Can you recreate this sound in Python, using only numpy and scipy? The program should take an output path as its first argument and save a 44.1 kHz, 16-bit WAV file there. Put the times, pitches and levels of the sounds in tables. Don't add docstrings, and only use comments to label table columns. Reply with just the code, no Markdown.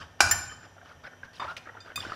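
import sys
import numpy as np
from scipy import signal
from scipy.fft import rfft, irfft, next_fast_len
from scipy.io import wavfile
from scipy.ndimage import uniform_filter1d, map_coordinates

SR = 44100
rng = np.random.default_rng(int(sys.argv[2]) if len(sys.argv) > 2 else 0)


def file_out(sig):
    cols = np.atleast_2d(sig).T
    lim = np.clip(cols, -1, 1)
    pcm = np.round(lim * 32767).astype(np.int16)
    wavfile.write(sys.argv[1], SR, pcm)


N = 94815

# pitch in Hz, relative level in dB, seconds to fade by 60 dB.
POT_NOTES = [(360, -14, .06), (690, -23, .05), (805, -12, .05), (1242, -19, .25), (1345, -16, .09),
             (1600, -20, .16), (1480, -2, .06), (1740, -19, .12), (2300, -16, .04), (2410, -11, .05),
             (2645, -15, .04), (4770, -17, .13), (6715, -18, .2), (7500, -14, .12)]
# frequency in Hz, relative level in dB.
CRASH_TONE = [(100, -29), (220, -28), (350, -12), (500, -17.5), (800, -6.5), (1000, -6.5), (1500, 0),
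              (1950, -9), (2450, -3), (3400, -17), (4200, -9), (4550, -12), (4900, -3.5), (5900, -6),
              (6350, -21), (6700, -8.5), (7500, -13), (8050, -18.5), (9000, -18), (11500, -20),
              (13500, -42), (15200, -28)]
THUD_TONE = [(30, -30), (60, -11), (92, -3.5), (130, -10), (195, -24), (250, -16), (500, -38),
             (1500, -63.5)]
# start in seconds, then ring, crash and thud levels in dB.
KNOCKS = [(.2045, -11.5, -11, -37.5)]
def knock():
    sound = 0
    for start, ring_db, crash_db, thud_db in KNOCKS:
        sound += amp(ring_db) * ring(POT_NOTES, start, attack=.00063)
        crack = 1.8 * struck(start, attack=.0012, fade=.024)
        tail = .34 * struck(start, attack=.002, fade=.12)
        sound += amp(crash_db) * noise(CRASH_TONE) * (crack + tail)
        sound += amp(thud_db) * noise(THUD_TONE) * struck(start + .01, attack=.0094, fade=.79)
    return sound

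# pitch in Hz, relative level in dB, fade in seconds.
STEM_NOTES = [(1777, -15, .16), (2173, -13, .05), (3057, -26, .25), (4436, -23, .08), (5155, -8, .06),
              (6085, -18, .1), (7200, 4, .05), (7206, -18, .24), (7495, -19, .1), (9125, -15, .04),
              (11300, -8, .035), (14550, -25, .06), (15340, -16, .06)]
HANDLE_NOTES = [(2498, 0.5, 0.089), (3608, -1.5, 0.11), (4360, -7.5, 0.036), (4840, -1, 0.076),
                (6150, -9, .07), (6970, -10.5, 0.073), (7450, -11.5, 0.2), (9000, -11.5, 0.093),
                (9500, -13.5, 0.061), (14350, -9, .04), (15300, -9, 0.093)]
# frequency in Hz, relative level in dB.
DROP_TONE = [(600, -12.5), (1800, 2.5), (3600, -10.5), (6000, -3.5), (8000, -20.5), (11300, -5.5),
             (13000, -17), (15300, -7)]
TAP_TONE = [(1000, -5), (2500, -0.5), (4700, -7), (7000, -7.5), (12000, -8.5), (15300, -10)]
# start in seconds, ring level in dB, click level in dB,
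# centre frequency in Hz, dB lost per octave away from it.
STEM_DROPS = [(.3112, -11.5, -21.5, 7200, -0.5), (.495, -18.5, -65, 3030, 36), (.526, -34, -67, 4940, 50)]
HANDLE_TAPS = [(1.397, -35.5, -58, 3800, 14.5), (1.566, -51, -34.5, 2880, 12.5),
               (1.803, -38.5, -63, 4850, 18), (1.9575, -29.5, -34.5, 4200, -1)]
def clinks():
    sound = 0
    for start, ring_db, click_db, hz, slope in STEM_DROPS:
        sound += amp(ring_db) * ring(favour(STEM_NOTES, hz, slope), start, attack=.0019)
        sound += amp(click_db) * noise(DROP_TONE) * struck(start, attack=.0005, fade=.0747)
    for start, ring_db, click_db, hz, slope in HANDLE_TAPS:
        sound += amp(ring_db) * ring(favour(HANDLE_NOTES, hz, slope), start, attack=.0025)
        click = noise(favour(TAP_TONE, hz, slope))
        sound += amp(click_db) * click * struck(start, attack=.00059, fade=.056)
    return sound

# pitch in Hz, relative level in dB.
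SQUEAK_NOTES = [(3470, 0), (4800, -5)]
def skid():
    squeak = sum(amp(db) * np.sin(2 * np.pi * hz * since(0) + .4 * wobble(600))
                 for hz, db in SQUEAK_NOTES)
    return amp(-31) * squeak * held(start=2.0028, length=.0052, attack=.001, release=.001)

# frequency in Hz, relative level in dB.
SCRAPE_TONE = [(100, -4.5), (600, -10.5), (1200, 1), (1750, -0.5), (2300, -12), (3100, -1.5), (4200, -19.5),
               (4800, -9), (5800, -14.5), (6500, -23), (15000, -45.5)]
# start in seconds, length in seconds, level in dB.
STROKES = [(0, 0.024, -42.5), (0.191, .011, -46)]
def stir():
    scrape = flicker(bubbly(SCRAPE_TONE), depth_db=2, rate=300)
    return scrape * sum(amp(db) * held(start, length, attack=.003, release=.018)
                        for start, length, db in STROKES)

# frequency in Hz, relative level in dB.
WET_TONE = [(100, -11.5), (300, -6), (650, -4), (1000, -6.5), (1500, 0.5), (2000, -8), (3000, -20.5),
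            (8000, -65)]
# start in seconds, relative level in dB, pitch in Hz.
PLOPS = [(0.515, -33.5, 1780), (.522, -33.5, 1246), (0.609, -44, 1510), (.666, -46, 814), (.766, -40, 690),
         (.781, -38, 1430), (.813, -38, 1590), (.829, -40, 710), (.916, -44, 1490), (1.035, -46, 1400),
         (1.050, -35, 1500), (1.069, -35, 1620), (1.1335, -39, 1466), (1.232, -27.5, 1622),
         (1.397, -25, 1140), (1.421, -24.5, 1006), (1.659, -37.5, 1620), (1.672, -34, 1355),
         (1.75, -40, 937), (1.769, -36.5, 1430), (1.902, -35.5, 1610), (1.976, -24.5, 1213),
         (2.036, -33, 1030), (2.0501, -26, 1535), (2.066, -31, 297), (2.099, -29.5, 1560),
         (2.12, -20.5, 1317)]
SMALL_BUBBLES_PER_SECOND, SMALL_BUBBLE_HZ = 110, 860
def plops():
    wet = noise(WET_TONE)
    sound = 0
    for start, db, hz in PLOPS:
        snap = amp(-15.5) * wet * struck(start, attack=.00039, fade=.034)
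        sound += amp(db + 3.5) * (bubble(start, hz, attack=.0016, fade=.024) + snap)
    count = int(SMALL_BUBBLES_PER_SECOND * N / SR)
    for when, size, pitch in rng.random((count, 3)):
        hz = SMALL_BUBBLE_HZ * 2 ** (3 * (pitch - .5))
        sound += amp(-75.5 + 14 * size) * bubble(when * N / SR, hz, attack=.001, fade=.02)
    return sound

def bubble(start, hz, attack, fade):
    t = since(start)
    rise = 1 + 4 * (np.minimum(t, fade) - fade / 2)
    return struck(start, attack, fade) * np.sin(2 * np.pi * hz * t * rise)

# frequency in Hz, relative level in dB.
FIZZ_TONE = [(800, -8.5), (2000, -3), (3000, 3.5), (3900, -2), (5500, -2), (7000, -18.5), (10000, -22.5),
             (15500, -35)]
# start in seconds, length in seconds, wet level in dB, fizz level in dB.
SPURTS = [(0.623, 0.036, -52.5, -62), (0.847, .08, -54.5, -62), (1.036, 0.04, -47, -58.5),
          (1.232, 0.027, -52, -61), (1.329, 0.057, -62, -54), (1.568, 0.012, -46.5, -45.5),
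          (1.656, 0.043, -46, -74), (1.738, 0.054, -52.5, -75), (1.844, 0.077, -49.5, -62.5),
          (1.982, 0.067, -46.5, -48.5), (2.049, 0.097, -46, -52)]
# start in seconds, level in dB.
HEAVES = [(0, -46.5), (.95, -49.5), (1.19, -51.5), (1.435, -43.5), (1.965, -46.5), (2.055, -45.5)]
def sputters():
    wet = flicker(bubbly(WET_TONE), depth_db=1.6, rate=200)
    fizz = flicker(bubbly(FIZZ_TONE), depth_db=1.6, rate=300)
    spurts = sum((amp(wet_db) * wet + amp(fizz_db) * fizz)
                 * held(start, length, attack=.0034, release=.006)
                 for start, length, wet_db, fizz_db in SPURTS)
    heaves = sum(amp(db) * struck(start, attack=.012, fade=.38) for start, db in HEAVES)
    return spurts + noise(THUD_TONE) * heaves

# frequency in Hz, relative level in dB.
SQUELCH_TONE = [(88, -48), (150, -22.5), (408, -13.5), (478, -21.5), (551, -7.5), (1300, -2.5), (1990, -15),
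                (2250, -16), (3740, -24.5), (4300, -31), (4950, -28), (10000, -58), (13000, -85),
                (22000, -120)]
WHISTLE_START, WHISTLE_HZ, RISE_HZ_PER_SECOND = 1.475, 1365, 1100
def squelch():
    blubber = flicker(bubbly(SQUELCH_TONE), depth_db=1.35, rate=250)
    blubber *= held(start=1.396, length=.053, attack=.0041, release=.021)
    hz = (WHISTLE_HZ + RISE_HZ_PER_SECOND * since(WHISTLE_START)) * (1 + .035 * wobble(600))
    phase = 2 * np.pi * np.cumsum(hz) / SR
    note = flicker(np.sin(phase) + amp(-20) * np.sin(2 * phase), depth_db=2, rate=200)
    rasp = amp(-7) * noise(SQUELCH_TONE) + amp(-18) * bubbly(FIZZ_TONE)
    whistle = (note + rasp) * held(WHISTLE_START, length=.046, attack=.0032, release=.0073)
    return amp(-34.5) * blubber + amp(-37.5) * whistle

# frequency in Hz, relative level in dB.
SIZZLE_TONE = [(2000, -20), (4500, 0), (7000, -7), (9500, -10), (12500, -19), (15500, -20)]
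def sizzle():
    spit = flicker(bubbly(SIZZLE_TONE), depth_db=2, rate=300)
    return amp(-67) * spit * held(start=1.345, length=.19, attack=.01, release=.015)

# frequency in Hz, seconds to fade by 60 dB.
ECHO_FADES = [(100, .85), (500, .6), (1500, .66), (5000, .62), (7500, .53), (11000, .38), (15000, .31)]
# frequency in Hz, relative level in dB.
ECHO_TONE = [(100, -2), (600, -1.5), (1500, -0.5), (3000, -6), (5500, -2), (10000, 0.5), (15000, -4)]
def kitchen_echo(sound):
    hz, t, bands = signal.stft(rng.standard_normal(SR), SR, nperseg=256)
    bands = bands * amp(-60 * t / along(ECHO_FADES, hz)[:, None])
    strength = np.linalg.norm(signal.istft(bands, SR, nperseg=256)[1])
    tail = signal.istft(bands * amp(along(ECHO_TONE, hz))[:, None], SR, nperseg=256)[1] / strength
    build_up = 1 - np.exp(-np.arange(len(tail)) / SR / .0027)
    return signal.fftconvolve(sound, tail * build_up)[:N]

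# pitch in Hz, level in dB.
HUM_NOTES = [(98, -65), (167, -68), (248, -70)]
# centre frequency in Hz, width in Hz, level in dB.
STEEL_BANDS = [(1801, 33, -67.5), (3090, 130, -73), (5835, 190, -73.5), (11430, 400, -86)]
# frequency in Hz, relative level in dB.
ROOM_TONE = [(15, -47.5), (25, -20), (92, 4), (206, -9.5), (439, -6), (641, -2), (1160, -10.5), (1560, -11),
             (2000, -15), (3430, -16.5), (4370, -26), (5730, -20.5), (8140, -32), (14800, -38.5),
             (16000, -46)]
def background():
    sound = 0
    for hz, db in HUM_NOTES:
        hum = np.sin(2 * np.pi * hz * since(0) + .6 * wobble(6))
        sound += amp(db) * flicker(hum, depth_db=2.5, rate=10)
    for hz, width, db in STEEL_BANDS:
        steel = filtered(rng.standard_normal(N), lambda f: 1 / (1 + ((f - hz) / width * 2) ** 2))
        sound += amp(db) * unit(steel)
    return sound + amp(-58) * noise(ROOM_TONE)

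def ring(notes, start, attack):
    sound = 0
    for hz, db, fade in notes:
        loudness = amp(db + .5 * rng.normal()) * struck(start, attack, fade)
        phase = 2 * np.pi * (hz * since(start) + rng.random())
        sound += loudness * np.sin(phase + .45 * wobble(110))
    return sound

def favour(rows, hz, slope_db):
    return [(f, db - slope_db * abs(np.log2(f / hz)), *rest) for f, db, *rest in rows]

def bubbly(tone):
    bands = signal.stft(noise(tone), nperseg=256)[2]
    patches = uniform_filter1d(rng.standard_normal(bands.shape), size=2, axis=0)
    patches = uniform_filter1d(patches, size=4, axis=1)
    return unit(signal.istft(bands * amp(4.5 * unit(patches)), nperseg=256)[1][:N])

def noise(tone):
    return unit(filtered(rng.standard_normal(N), lambda hz: amp(along(tone, hz))))

def struck(start, attack, fade):
    t = since(start)
    return (1 - np.exp(-t / attack)) * amp(-60 * t / fade)

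def held(start, length, attack, release):
    return (1 - np.exp(-since(start) / attack)) * np.exp(-since(start + length) / release)

def flicker(sound, depth_db, rate):
    return unit(sound * amp(depth_db * wobble(rate)))

def wobble(rate):
    return map_coordinates(rng.standard_normal(N // 8), [np.arange(N) * rate / SR], mode="wrap")

def filtered(sound, gain_at):
    size = next_fast_len(N + SR // 2)
    return irfft(rfft(sound, size) * gain_at(np.fft.rfftfreq(size, 1 / SR)), size)[:N]

def along(table, hz):
    frequencies, values = np.transpose(table)
    return np.interp(np.log(hz + 1), np.log(frequencies + 1), values)

def since(start):
    return np.maximum(np.arange(N) / SR - start, 0)

def amp(db):
    return 10 ** (np.asarray(db) / 20)

def unit(sound):
    return sound / np.sqrt(np.mean(sound ** 2) + 1e-20)

def scene():
    layers = [(knock(), -3), (clinks() + skid() + stir(), -7.5),
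              (plops() + sputters() + sizzle(), -9.5), (squelch(), -13.5)]
    cooking = sum(sound + amp(echo_db) * kitchen_echo(sound) for sound, echo_db in layers)
    return (cooking + background())[None]

TREBLE_LIMIT_HZ = 15700
def record(dry):
    return filtered(dry[0], lambda hz: 1 / (1 + (hz / TREBLE_LIMIT_HZ) ** 120))[None]

dry = scene()
out = record(dry)
file_out(out)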